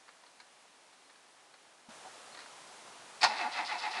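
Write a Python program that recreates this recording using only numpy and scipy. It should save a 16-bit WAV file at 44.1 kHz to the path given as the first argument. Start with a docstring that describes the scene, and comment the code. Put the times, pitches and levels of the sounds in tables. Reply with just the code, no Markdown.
"""Keys click and tinkle in an ignition lock over a quiet outdoor hiss: a small car on a paved driveway, door open.
Filtered contact noise makes the clicks and damped tones the tinkles; the hiss steps up and soft knocks follow.
The starter pinion slams into the flywheel: bursts of contact noise that ring the modes of the gears.
Then it cranks: random-strength tooth knocks, scraping and whine slow down and swell against each compression,
and the gears rattle loosely, mostly after a load peak as the piston goes over the top."""
import sys
import numpy as np
from scipy import signal
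from scipy.fft import rfft, irfft, next_fast_len
from scipy.io import wavfile
from scipy.ndimage import uniform_filter1d, map_coordinates

SR = 44100
rng = np.random.default_rng(int(sys.argv[2]) if len(sys.argv) > 2 else 0)


def master(y):
    """Save y as 16-bit WAV."""
    cut = np.clip(np.atleast_2d(y).T, -1, 1)
    pcm = np.round(cut * 32767)  # scale
    wavfile.write(sys.argv[1], SR, pcm.astype(np.int16))


N = 176400


def amp(db):
    """Decibels to gain."""
    return 10 ** (np.asarray(db) / 20)


def unit(x):
    """Scale to rms 1."""
    return x / np.sqrt(np.mean(x ** 2) + 1e-20)


def clock():
    """Time of each sample in seconds."""
    return np.arange(N) / SR


def along(points, hz):
    """Gain through (freq_hz, level_db) points, read on a log frequency axis."""
    freq_hz, level_db = np.transpose(points)
    return amp(np.interp(np.log(hz + 1), np.log(freq_hz + 1), level_db))


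def resonant(modes, hz, peak_db):
    """Resonances that stand above a flat response."""
    peaks = sum(amp(db) ** 2 / (1 + (2 * (hz - f) / width) ** 2) for f, width, db in modes)
    return np.sqrt(1 + amp(peak_db) ** 2 * peaks)


def colour(x, gain):
    """Causal, minimum-phase filter with the given gain over frequency."""
    m = 2 * next_fast_len(N // 2 + SR // 8)
    log_gain = np.log(np.maximum(gain(np.fft.rfftfreq(m, 1 / SR)), 1e-6))
    cepstrum = irfft(log_gain, m)
    # folding the cepstrum forward in time makes the filter causal
    cepstrum[1:m // 2] *= 2
    cepstrum[m // 2 + 1:] = 0
    return irfft(rfft(x, m) * np.exp(rfft(cepstrum)), m)[:N]


def shaped(x, gain):
    """Colour that keeps the power of a white input."""
    mean_power = np.mean(gain(np.linspace(0, SR / 2, N // 8)) ** 2)
    return colour(x, gain) / np.sqrt(mean_power)


def decay(start, t60, attack):
    """Quick rise, exponential fall of 60 dB per t60."""
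    age = np.maximum(clock() - start, 0)
    return (1 - np.exp(-age / attack)) * amp(-60 * age / t60)


def swell(t, rise, fall):
    """A smooth hump around t = 0."""
    return np.exp(-.5 * (t / np.where(t < 0, rise, fall)) ** 2)


def grit(per_s):
    """Tiny metal contacts at random moments, rms 1."""
    return unit(rng.standard_normal(N) * (rng.random(N) < per_s / SR))


def strikes(envelopes, brightness, gain, split_hz):
    """Bursts of contact noise, each with its own share of treble above the split."""
    contacts = unit(np.sign(grit(per_s=14000)))
    dull = contacts * sum(envelopes)
    bright = contacts * sum(e * amp(b) for e, b in zip(envelopes, brightness))
    b, a = signal.butter(1, split_hz, fs=SR)
    bass = signal.lfilter(b, a, dull)
    treble = bright - signal.lfilter(b, a, bright)
    return shaped(bass + treble, gain)


# compression strokes: peak_load_s, buildup_s, load_db,
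# loaded_hz (tooth rate one stroke alone drags the spun-up gears to), grind_lead_s, housing_ring_db
COMPRESSIONS = [(3.312, .035, -4, 291.6, 0, -1.5), (3.445, .04, 0.5, 240.4, 0.027, -2.5),
                (3.603, 0.041, -1.5, 310.7, 0.015, -2.5), (3.738, .028, -1.5, 319, 0.02, -4),
                (3.862, 0.027, -3, 321.1, 0.014, 0.5), (3.99, .035, -2.5, 336.6, 0.016, -21)]
# resonances of the starter and bell housing: freq_hz, width_hz, level_db
HOUSING_MODES = [(713, 30, -6), (765, 30, -5), (862, 30, -3), (910, 35, -6), (1017, 30, -10),
                 (1147, 35, -8), (1300, 45, -10), (1450, 35, -9), (1729, 40, -11), (1870, 40, -9),
                 (1962, 40, -9), (2077, 35, -4), (2555, 30, -5), (2630, 45, -4)]
# relative spectrum of the meshing teeth: freq_hz, level_db
MESH_SPECTRUM = [(30, -44), (100, -45), (220, -8), (340, -13.5), (480, -12), (700, -4), (900, -2.5),
                 (1200, -16.5), (2500, -22.5), (6000, -39)]
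# relative spectrum of the grinding teeth: freq_hz, level_db
GRIND_SPECTRUM = [(40, -57), (200, -43), (600, -7.5), (1200, -5.5), (1600, -6.5), (2100, -4), (2650, -8.5),
                  (2850, -11.5), (4200, -8), (5200, -19.5), (7000, -25), (10000, -35)]
# gear whine at the first multiples of the tooth rate, before the load: level_db
WHINE_LEVELS = [-50, -49, -45, -47, -49, -48, -50]
CRANK_S, SPIN_UP_S, FREE_HZ = 3.235, .07, 538.2  # motor start, its time constant, free tooth rate
RELEASE_S, IDLE_LOAD_DB = 0.034, -25  # fall of the load after its peak, load between strokes
MESH_DB, GRIND_DB = -41, -36


def cranking(jitter_s=.00006, scatter_db=4.0, rough=0.7, gate=0.3, slow_lag_s=.018, recover_s=.03, flutter_db=2):
    """Each tooth knocks the housing and scrapes; each compression makes the teeth slower and louder."""
    t = clock()
    running = np.clip((t - CRANK_S) / 0.017, 0, 1)
    drag_hz, load, friction = 0, amp(IDLE_LOAD_DB), amp(IDLE_LOAD_DB)
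    for peak_s, rise_s, load_db, loaded_hz, lead_s, _ in COMPRESSIONS:
        # the teeth slow down a little after the load peaks; the grinding may come ahead of it
        drag_hz = drag_hz + (FREE_HZ - loaded_hz) * swell(t - peak_s - slow_lag_s, rise_s, recover_s)
        load = load + amp(load_db) * swell(t - peak_s, rise_s, RELEASE_S)
        friction = friction + amp(load_db) * swell(t - peak_s + lead_s, rise_s, RELEASE_S)
    spin_up = 1 - np.exp(-np.maximum(t - CRANK_S, 0) / SPIN_UP_S)
    teeth = np.cumsum((FREE_HZ - drag_hz) * spin_up) / SR  # teeth passed so far

    # one knock per tooth, with random timing and strength
    tooth_s = np.interp(np.arange(1, int(teeth[-1])), teeth, t)
    chance = rng.standard_normal((1000, 2))[:len(tooth_s)]
    where = np.clip((tooth_s + jitter_s * chance[:, 0]) * SR, 0, N - 1).astype(int)
    knocks = unit(np.bincount(where, amp(scatter_db * chance[:, 1]), N)) * np.sqrt(running.mean())

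    contact = (knocks + rough * grit(per_s=4300)) * load * running
    mesh = shaped(contact, lambda f: along(MESH_SPECTRUM, f) * resonant(HOUSING_MODES, f, peak_db=16.5))

    # the scraping pulses once per tooth
    scrape = unit(grit(per_s=7000) * (1 + gate * np.cos(2 * np.pi * teeth))) + 0.39 * knocks
    grind = shaped(scrape * friction * running,
                   lambda f: along(GRIND_SPECTRUM, f) * resonant(HOUSING_MODES, f, peak_db=16))

    whine = 0
    for k, level_db in enumerate(WHINE_LEVELS):
        flutter = amp(flutter_db * map_coordinates(rng.standard_normal(260), [t * 60]))
        whine = whine + amp(level_db) * flutter * np.sin(2 * np.pi * (k + 1) * teeth)
    return amp(MESH_DB) * mesh + amp(GRIND_DB) * grind + whine * load * running


RING_HZ, RING_DB = 854.8, -32.5  # the housing's strongest mode, its level before each stroke's own


def housing_ring(lag_s=.009, rise_s=.018, fall_s=0.014, stray_hz=6):
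    """The housing sings briefly at the top of each compression, one slightly detuned tone each."""
    t = clock()
    ring = 0
    for peak_s, *_, ring_db in COMPRESSIONS:
        hz = RING_HZ + stray_hz * rng.standard_normal()
        tone = np.sin(2 * np.pi * hz * (t - peak_s))
        ring = ring + amp(RING_DB + ring_db) * swell(t - peak_s - lag_s, rise_s, fall_s) * tone
    return ring


# the loose gears rattle: start_s, level_db, t60_s (before the extra fade)
LOOSE_GEARS = [(3.275, -44, 0.87), (3.365, -53, 0.25), (3.511, -46, 0.73), (3.568, -50, .12),
               (3.645, -44, 0.72), (3.78, -44, 0.64), (3.905, -45.5, 0.66)]
# relative spectrum of the rattle: freq_hz, level_db
RATTLE_SPECTRUM = [(40, -47), (200, -44), (800, -5), (2500, -15), (3100, -8), (4000, 0.5), (5000, -0.5),
                   (5600, -7.5), (7000, -18.5), (10000, -24)]


def rattle(attack_s=0.0057, fade_s=0.96, clump_db=-0.5):
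    """Bright, uneven chatter of the loose gears, started at listed moments, mostly after a load peak."""
    t = clock()
    level = 0
    for start_s, level_db, t60_s in LOOSE_GEARS:
        fade = amp(-60 * (np.maximum(t - start_s, 0) / fade_s) ** 3)
        level = level + amp(level_db) * decay(start_s, t60_s, attack_s) * fade
    clumps = amp(clump_db * unit(uniform_filter1d(rng.standard_normal(N), size=200)))
    return shaped(unit(grit(per_s=4000) * clumps) * level, lambda f: along(RATTLE_SPECTRUM, f))


# blows of the solenoid and pinion: start_s, level_db (before the trims below), brightness_db, t60_s (of the clash)
PINION_BLOWS = [(3.207, -48, 9, .1), (3.2126, -47.5, 16, 0.23), (3.218, -30, 2, 0.055),
                (3.2298, -22.5, 5.5, 0.097), (3.2384, -16, 1.5, 0.047), (3.2464, -18.5, -19, 0.058),
                (3.258, -28.5, -25, 0.11)]
# resonances of the pinion and ring gear: freq_hz, width_hz, level_db
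GEAR_MODES = [(766, 40, -1), (911, 45, 4), (962, 35, -3), (1147, 35, -5), (1428, 26, -3), (1869, 30, -4),
              (2306, 22, -10), (2557, 30, -8), (2675, 22, -8), (3760, 60, -7), (4410, 55, -3),
              (4877, 30, -5), (5050, 34, -7), (5220, 45, -9)]
# relative spectrum of the clash: freq_hz, level_db
CLASH_SPECTRUM = [(40, -48), (150, -16.5), (480, -15), (760, 2), (950, 2), (1300, -5), (2600, -2),
                  (3000, -10.5), (4400, -2), (5100, -3.5), (5800, -12.5), (8000, -21), (10500, -28.5)]
CLASH_DB, CLANG_DB = -1, -11.5  # trims: noise of the blows, ringing of the gears under each


def engagement(bright_hz=2600):
    """The solenoid throws the pinion into the ring gear: a few clashing blows, each ringing the gears."""
    bursts = [amp(level_db) * decay(start_s, t60_s, attack=.0007) for start_s, level_db, _, t60_s in PINION_BLOWS]
    clash = strikes(bursts, [row[2] for row in PINION_BLOWS],
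                    lambda f: along(CLASH_SPECTRUM, f) * resonant(GEAR_MODES, f, peak_db=7), split_hz=bright_hz)

    clang, age = np.zeros(N), clock()[:SR // 4]
    onset = np.sin(np.pi / 2 * np.minimum(age / .002, 1)) ** 2
    for start_s, level_db, bright_db, _ in PINION_BLOWS:
        for hz, width_hz, mode_db in GEAR_MODES:
            treble_db = bright_db * (hz > bright_hz)
            gain = amp(CLANG_DB + level_db + mode_db + treble_db + 2 * rng.standard_normal())
            tone = np.sin(2 * np.pi * (hz * age + rng.random()))
            clang[int(start_s * SR):][:len(age)] += gain * np.exp(-np.pi * width_hz * age) * onset * tone
    return amp(CLASH_DB) * clash + clang


# key and lock clicks: start_s, level_db, brightness_db
LOCK_CLICKS = [(0.08, -47, -10), (0.089, -46.5, -17), (.236, -48, -14), (0.263, -52, -1), (0.4, -50.5, 7.5),
               (.928, -52, -4), (1.097, -49, -7), (1.156, -60, 7), (1.5385, -44.5, -11), (2.347, -39, -6.5),
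               (2.372, -46, 4.5), (2.389, -49, 9), (2.402, -52.5, 8), (2.416, -52.5, 4), (2.459, -45, -4)]
# keys touching on their ring: start_s, level_db
KEY_TINKLES = [(.255, -61), (.386, -64), (1.05, -62), (2.322, -48), (2.385, -53), (2.425, -56)]
# relative spectrum of the clicks: freq_hz, level_db
LOCK_SPECTRUM = [(150, -27.5), (500, -3.5), (850, 3), (1700, 3), (3200, -6), (4400, 3), (5500, -15),
                 (10000, -22.5)]
KEY_HZ, KEY_T60_S, CLICK_RISE_S = 4230, .11, .0012


def keys(click_t60=0.045):
    """The key clicks in the lock as noise bursts while the others tinkle as damped tones."""
    bursts = [amp(level_db) * decay(start_s, click_t60, attack=CLICK_RISE_S) for start_s, level_db, _ in LOCK_CLICKS]
    clicks = strikes(bursts, [row[2] for row in LOCK_CLICKS], lambda f: along(LOCK_SPECTRUM, f), split_hz=1660)
    tinkle = 0
    for start_s, level_db in KEY_TINKLES:
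        hz = KEY_HZ * (1 + .004 * rng.standard_normal())
        tone = np.sin(2 * np.pi * hz * clock())
        tinkle = tinkle + amp(level_db) * decay(start_s, KEY_T60_S, attack=.005) * tone
    return clicks + tinkle


# soft knocks in the cabin: start_s, level_db, pitch_hz, t60_s
CABIN_KNOCKS = [(1.886, -45.5, 228, 0.072), (2.049, -43, 755, 0.13), (2.069, -51, 760, 0.054)]


def cabin(thud_db=-5):
    """Soft knocks: one damped mode and a dull puff each."""
    puff_points = [(60, -19), (200, -8), (900, 3), (2000, -22), (6000, -30)]  # freq_hz, level_db
    puff = shaped(rng.standard_normal(N), lambda f: along(puff_points, f))
    knocks = 0
    for start_s, level_db, pitch_hz, t60_s in CABIN_KNOCKS:
        tone = np.sin(2 * np.pi * pitch_hz * (clock() - start_s))
        knocks = knocks + amp(level_db) * decay(start_s, t60_s, attack=0.0018) * (tone + amp(thud_db) * puff)
    return knocks


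# relative spectrum of the hiss before the step: freq_hz, level_db
QUIET_SPECTRUM = [(25, -31), (70, -27), (160, -16), (260, -10.5), (500, -7.5), (800, -3), (1200, -6),
                  (2000, -9), (4300, -12), (7700, -15.5), (10500, -16.5)]
# relative spectrum of the hiss after the step: freq_hz, level_db
LOUD_SPECTRUM = [(25, -53), (60, -22), (120, -15), (220, -10), (500, -3.5), (800, 0), (1200, -2),
                 (2000, -7), (4300, -9.5), (8500, -13), (10500, -14)]
QUIET_DB, LOUD_DB, STEP_S = -60, -52, 1.886


def background():
    """Steady outdoor hiss, shaped noise that steps up abruptly to a higher level."""
    up = np.clip((clock() - STEP_S) / 0.008, 0, 1)
    quiet = shaped(rng.standard_normal(N), lambda f: along(QUIET_SPECTRUM, f))
    loud = shaped(rng.standard_normal(N), lambda f: along(LOUD_SPECTRUM, f))
    return (1 - up) * amp(QUIET_DB) * quiet + up * amp(LOUD_DB) * loud


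def driveway(x, wet_db=-11, t60=0.17):
    """Short scatter from the engine bay, paving and walls: a decaying noise tail."""
    tail = (rng.standard_normal(N) * decay(0.0016, t60, attack=0.00067))[:SR // 2]
    return x + amp(wet_db) * signal.fftconvolve(x, tail / np.linalg.norm(tail))[:N]


def scene():
    """Starter, keys, cabin and background at one microphone."""
    scattered = driveway(cranking() + rattle() + engagement() + keys())
    return (scattered + housing_ring() + cabin() + background())[None]


# treble roll-off of the microphone: freq_hz, level_db
MIC_ROLLOFF = [(10000, 0), (10800, -7.5), (11500, -15.5), (12200, -26)]
TOP_HZ = 12200  # band limit


def record(dry):
    """The microphone's treble rolls off and ends at its band limit."""
    m = next_fast_len(N + SR // 4)
    hz = np.fft.rfftfreq(m, 1 / SR)
    return irfft(rfft(dry, m) * along(MIC_ROLLOFF, hz) * (hz < TOP_HZ), m)[:, :N]


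dry = scene()
out = record(dry)
master(out)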